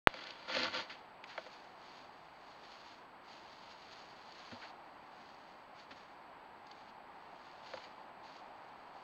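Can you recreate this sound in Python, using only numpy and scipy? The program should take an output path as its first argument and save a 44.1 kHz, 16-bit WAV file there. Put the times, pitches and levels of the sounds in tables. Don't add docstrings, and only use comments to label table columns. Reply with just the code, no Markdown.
import sys
import numpy as np
from scipy import signal
from scipy.fft import rfft, irfft
from scipy.io import wavfile

SR = 44100
rng = np.random.default_rng(int(sys.argv[2]) if len(sys.argv) > 2 else 0)


def output_pcm(signal):
    pcm = np.clip(np.atleast_2d(signal).T, -1, 1) * 32767
    wavfile.write(sys.argv[1], SR, np.round(pcm).astype(np.int16))


N = 398223
T = np.arange(N) / SR

# time in seconds, level in dB.
ROAD_SWELL = [(0, -59), (.9, -58.5), (3.3, -59), (4.7, -56.5), (5.6, -58.3), (6.6, -58.5), (7.9, -56),
              (9.03, -56.8)]
# time of the peak in seconds, relative level in dB.
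SNORTS = [(4.53, -56), (4.64, -53), (4.71, -52), (5.12, -55), (6.71, -57), (7.16, -59), (7.335, -53),
          (7.62, -54), (7.99, -55.5), (8.42, -53.5), (8.51, -54), (8.63, -59), (8.76, -53), (8.959, -52)]
# start, attack and time until release in seconds,
# relative level in dB, release T60 (time to fall 60 dB) in seconds.
SHUFFLES = [(1.25, 0.031, 0.31, -63.5, 0.5), (1.74, 0.12, .25, -64.5, 0.59), (2.34, .16, 0.24, -70.5, .2),
            (2.58, .08, 0.36, -64, 0.47), (3.21, 0.078, 1.19, -66.5, .2), (3.68, .03, 0.052, -61, 0.087),
            (3.89, .03, 0.042, -64, .1), (4.32, 0.083, .38, -63, .09), (5.13, 0.1, 0.22, -68.5, 0.42),
            (5.74, .05, 0.064, -67, 0.34), (5.88, 0.025, 0.097, -66.5, 0.6), (6.63, .04, 0.15, -74, 0.35),
            (6.85, .035, .05, -71, 0.14), (7.24, 0.19, 0.35, -71.5, 0.39), (7.58, 0.11, 0.25, -62, 0.41),
            (8.225, 0.019, 0.16, -66.5, 0.33), (8.92, .05, 0.15, -72, .2)]
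DOORWAY_PUSHES = [(.05, 0.018, 0.51, -53, .2), (.135, 0.024, .175, -50, .1), (.472, 0.02, 0.12, -38, 0.11),
                  (.53, 0.023, 0.12, -33.5, 0.29), (.705, 0.044, 0.093, -35, 0.21),
                  (.88, 0.014, 0.041, -52, 0.46)]
# start in seconds, peak in dB before the turf's filter, T60 in seconds.
LANDINGS = [(.535, -42.5, .25), (0.569, -41, 0.18), (.64, -44, 0.21), (.775, -45, 0.13), (4.52, -37, 0.067),
            (5.904, -46, 0.11), (7.739, -51, 0.068)]
# start in seconds, peak in dB, pitch in Hz, T60 in seconds.
STEM_SNAPS = [(0.1394, -36, 2480, 0.018), (0.237, -37.5, 4000, 0.029), (0.269, -38, 3600, 0.015),
              (0.305, -35.5, 3460, 0.021), (0.5675, -23.5, 2200, 0.014), (0.632, -24.5, 4170, 0.016),
              (0.641, -29, 4200, 0.037), (0.811, -34, 3300, 0.016), (0.894, -38.5, 1960, 0.16),
              (1.2392, -35.5, 1900, 0.023), (1.285, -42.5, 1860, 0.24), (1.378, -27, 1500, 0.01),
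              (4.321, -44, 5230, .02), (4.513, -41, 1765, 0.047), (4.614, -42, 1600, 0.19),
              (5.344, -50, 5500, .015), (5.907, -41.5, 1400, 0.05), (5.917, -46, 2400, 0.054),
              (6.032, -52, 4000, 0.018), (6.668, -47, 4500, .02), (6.713, -42.5, 3770, 0.02),
              (6.883, -52.5, 2980, 0.069), (7.513, -48.5, 4500, 0.014), (7.736, -39.5, 2400, .02),
              (7.771, -44, 2600, 0.034), (7.837, -43, 2190, 0.074), (8.365, -49, 5800, 0.018)]
# start in seconds, peak in dB, contact time in ms, panel pitch in Hz.
BUMPS = [(.140, -41.5, 0.4, 520), (.497, -35, 0.87, 1360), (0.564, -29.5, 1, 520), (.634, -46, 0.56, 1430),
         (0.654, -29, 0.28, 1420), (0.681, -32, 0.33, 1400), (.746, -36, 0.46, 1400),
         (1.3787, -26.5, 0.26, 670), (1.4592, -45.5, 0.83, 520), (1.464, -40.5, 0.22, 555),
         (7.735, -33.5, 0.53, 550), (7.774, -38.5, 0.4, 850)]
# frequency in Hz, relative level in dB, T60 in seconds.
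BOX_MODES = [(185.2, -19.5, 0.41), (290, -9.5, 0.041), (331, -11, 0.21), (513, -2.5, 0.12),
             (590, 2.5, 0.032), (648, 1, .06), (904, 3, 0.04), (1140, 4.5, 0.031), (1387, 3, 0.056),
             (1504, -1, 0.093), (1747, 3.5, 0.032), (2034, 6, 0.027), (2320, 3.5, 0.026), (2880, -2, 0.036),
             (3210, -3, .04), (3390, 0, 0.055), (4100, -2, 0.049), (4370, -10, 0.027), (4610, -3, 0.021)]
# frequency in Hz, gain in dB.
TYRE_SPECTRUM = [(200, -23), (480, -12), (700, -2), (850, 0.5), (1020, -2.5), (1400, -12), (2200, -19),
                 (4000, -32), (7000, -73.5)]
NIGHT_SPECTRUM = [(20, -15), (50, -10), (120, -6.5), (210, -1), (330, 0), (480, -3), (1000, -1), (1600, -4),
                  (2400, -9), (3600, -16.5), (4700, -20), (5700, -25.5), (7000, -40)]
GRASS_SPECTRUM = [(100, -16.5), (400, -9.5), (1200, 0.5), (2200, -1), (3500, 0.5), (5000, -1), (6500, -2),
                  (12000, -1)]
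TURF_SPECTRUM = [(45, -16), (75, -6), (100, 7.5), (140, -14), (190, -8), (245, 7.5), (320, -5.5), (440, -8),
                 (540, 8), (700, -8), (1500, -5)]
SPINE_SPECTRUM = [(60, -20), (150, -11.5), (260, 8), (420, -2), (700, -13), (1500, 2), (3000, 6.5),
                  (4600, 3), (7000, -2), (10000, -3), (13000, -3)]
MIC_RESPONSE = [(20, 0), (3100, 0), (3850, -2), (4400, 3), (4700, 3), (5050, -6.5), (5600, -9), (5950, -12),
                (6650, -9), (6950, -13), (7250, -25), (8500, -40), (9700, -32), (12500, -46)]


def undb(db):
    return 10 ** (np.asarray(db) / 20)


def level(x, db=0):
    return x * undb(db) / np.std(x)


def add(out, start_s, sound):
    i = max(int(start_s * SR), 0)
    out[i:i + len(sound)] += sound[:N - i]


def colour(x, spectrum, size=4096):
    hz, db = np.transpose(spectrum)
    bins = np.maximum(np.fft.rfftfreq(size, 1 / SR), 1)
    gain = undb(np.interp(np.log(bins), np.log(hz), db))
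    cepstrum = irfft(np.log(gain))
    cepstrum[1:size // 2] *= 2
    cepstrum[size // 2 + 1:] = 0
    impulse_response = irfft(np.exp(rfft(cepstrum)))
    return signal.fftconvolve(x, impulse_response)[:len(x)]


def resonate(x, hz, q):
    return signal.lfilter(*signal.iirpeak(hz, max(q, hz / 15000), fs=SR), x)


def fade(t60):
    return undb(-60 * T[:SR // 4] / t60)


def flutter(per_s, spread_db):
    knots = rng.standard_normal(N // 50)
    drift = np.interp(T * per_s, np.arange(len(knots)), knots)
    return undb(spread_db * level(drift))


def crackle(per_s, spread_db):
    size = undb(spread_db * np.minimum(rng.exponential(size=N), 4))
    clicks = rng.random(N) < per_s / SR
    return level(clicks * size * rng.choice([-1, 1], N))


def movement(rows):
    power = np.zeros(N)
    for start, attack, length, db, t60 in rows:
        rise = np.clip((T - start) / attack, 0, 1)
        release_db = -60 * np.clip((T - start - length) / t60, 0, 2)
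        power += (rise * undb(db + release_db)) ** 2
    return np.sqrt(power)


def burst(hz, q, t60, peak_db):
    swell = 1 - fade(t60 * 0.53)
    crunch = resonate(rng.standard_normal(SR // 4) * swell * fade(t60), hz, q)
    return undb(peak_db) * crunch / np.abs(crunch).max()


def outdoors():
    swell = undb(np.interp(T, *np.transpose(ROAD_SWELL)))
    tyres = level(colour(rng.standard_normal(N), TYRE_SPECTRUM))
    road = tyres * swell * flutter(per_s=3.02, spread_db=.5)
    night = level(colour(rng.standard_normal(N), NIGHT_SPECTRUM), db=-60.5)
    return road + night * flutter(per_s=.91, spread_db=.1)


def huffs(rise_s=.015, snout_hz=814):
    flow, u = np.zeros(N), T[:SR // 4] / rise_s
    for peak_s, db in SNORTS:
        add(flow, peak_s - rise_s, undb(db) * u * np.exp(1 - u))
    breath = resonate(rng.standard_normal(N), snout_hz, q=3)
    return flow * level(resonate(breath, snout_hz, q=3), db=-2.7)


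def rustle():
    blades = crackle(per_s=3500, spread_db=1.5) * flutter(per_s=90, spread_db=1.13)
    dry_blades = crackle(per_s=160, spread_db=2.2) * undb(-7)
    shuffling = movement(SHUFFLES) * flutter(per_s=12, spread_db=1.35)
    fidgeting = undb(-79) * flutter(per_s=6, spread_db=3)
    grass = level(colour(blades + dry_blades, GRASS_SPECTRUM), db=9.63)
    return grass * np.hypot(shuffling, fidgeting)


def steps():
    snaps, thuds = np.zeros(N), np.zeros(N)
    for start, db, hz, t60 in STEM_SNAPS:
        add(snaps, start, burst(hz, q=1.3, t60=t60, peak_db=db))
    for start, db, t60 in LANDINGS:
        add(thuds, start, burst(hz=161, q=.52, t60=t60, peak_db=db))
    return snaps + colour(thuds, TURF_SPECTRUM)


def box(force):
    t = T[:SR // 4]
    ring = sum((-1) ** k * undb(db) * fade(t60) * np.sin(2 * np.pi * hz * t)
               for k, (hz, db, t60) in enumerate(BOX_MODES))
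    return signal.fftconvolve(force, ring)[:len(force)]


def knocks():
    out = np.zeros(N)
    for start, db, contact_ms, panel_hz in BUMPS:
        force = np.sin(np.pi * np.minimum(T[:SR // 4] * 1000 / contact_ms, 1))
        walls = box(force) * fade(t60=.19)
        knock = walls + 2.35 * resonate(walls, panel_hz, q=5.1)
        add(out, start, undb(db) * knock / np.abs(knock).max())
    return out


def scrape():
    bunches = flutter(per_s=220, spread_db=1) * movement(DOORWAY_PUSHES)
    ticks = colour(crackle(per_s=1800, spread_db=.5), SPINE_SPECTRUM)
    walls = box(crackle(per_s=1300, spread_db=2))
    return (level(ticks, db=-4.5) + level(walls, db=-6.5)) * bunches


def scene():
    return (scrape() + rustle() + knocks() + steps() + huffs() + outdoors())[None]


def camera_whine(hz=7793, frame_hz=59.94):
    flip = np.tanh(6 * np.sin(np.pi * frame_hz * T))
    return level(flip * np.sin(2 * np.pi * hz * T), db=-91.5)


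def switch_pop(on_s, swing_s=72e-6, drive=12, rail=.71, corner_hz=1860, leak_hz=22):
    u = np.maximum(T - on_s, 0) / swing_s
    swing = np.tanh(drive * u * (2.3 - u) * np.exp(-u))
    smoothed = signal.lfilter(*signal.butter(1, corner_hz, fs=SR), swing)
    clipped = np.clip(smoothed, -rail, rail)
    notched = clipped - resonate(clipped, hz=7500, q=4)
    return signal.lfilter(*signal.butter(1, leak_hz, "high", fs=SR), notched)


def record(dry):
    on_s, top_hz = .07258, 15800
    hiss = level(rng.standard_normal(N), db=-87.5)
    sound = colour(dry[0], MIC_RESPONSE) + camera_whine() + hiss
    switched = sound * (T > on_s) + switch_pop(on_s)
    lowpass = signal.ellip(8, .2, 70, top_hz, fs=SR, output="sos")
    return signal.sosfilt(lowpass, switched)[None]


dry = scene()
out = record(dry)
output_pcm(out)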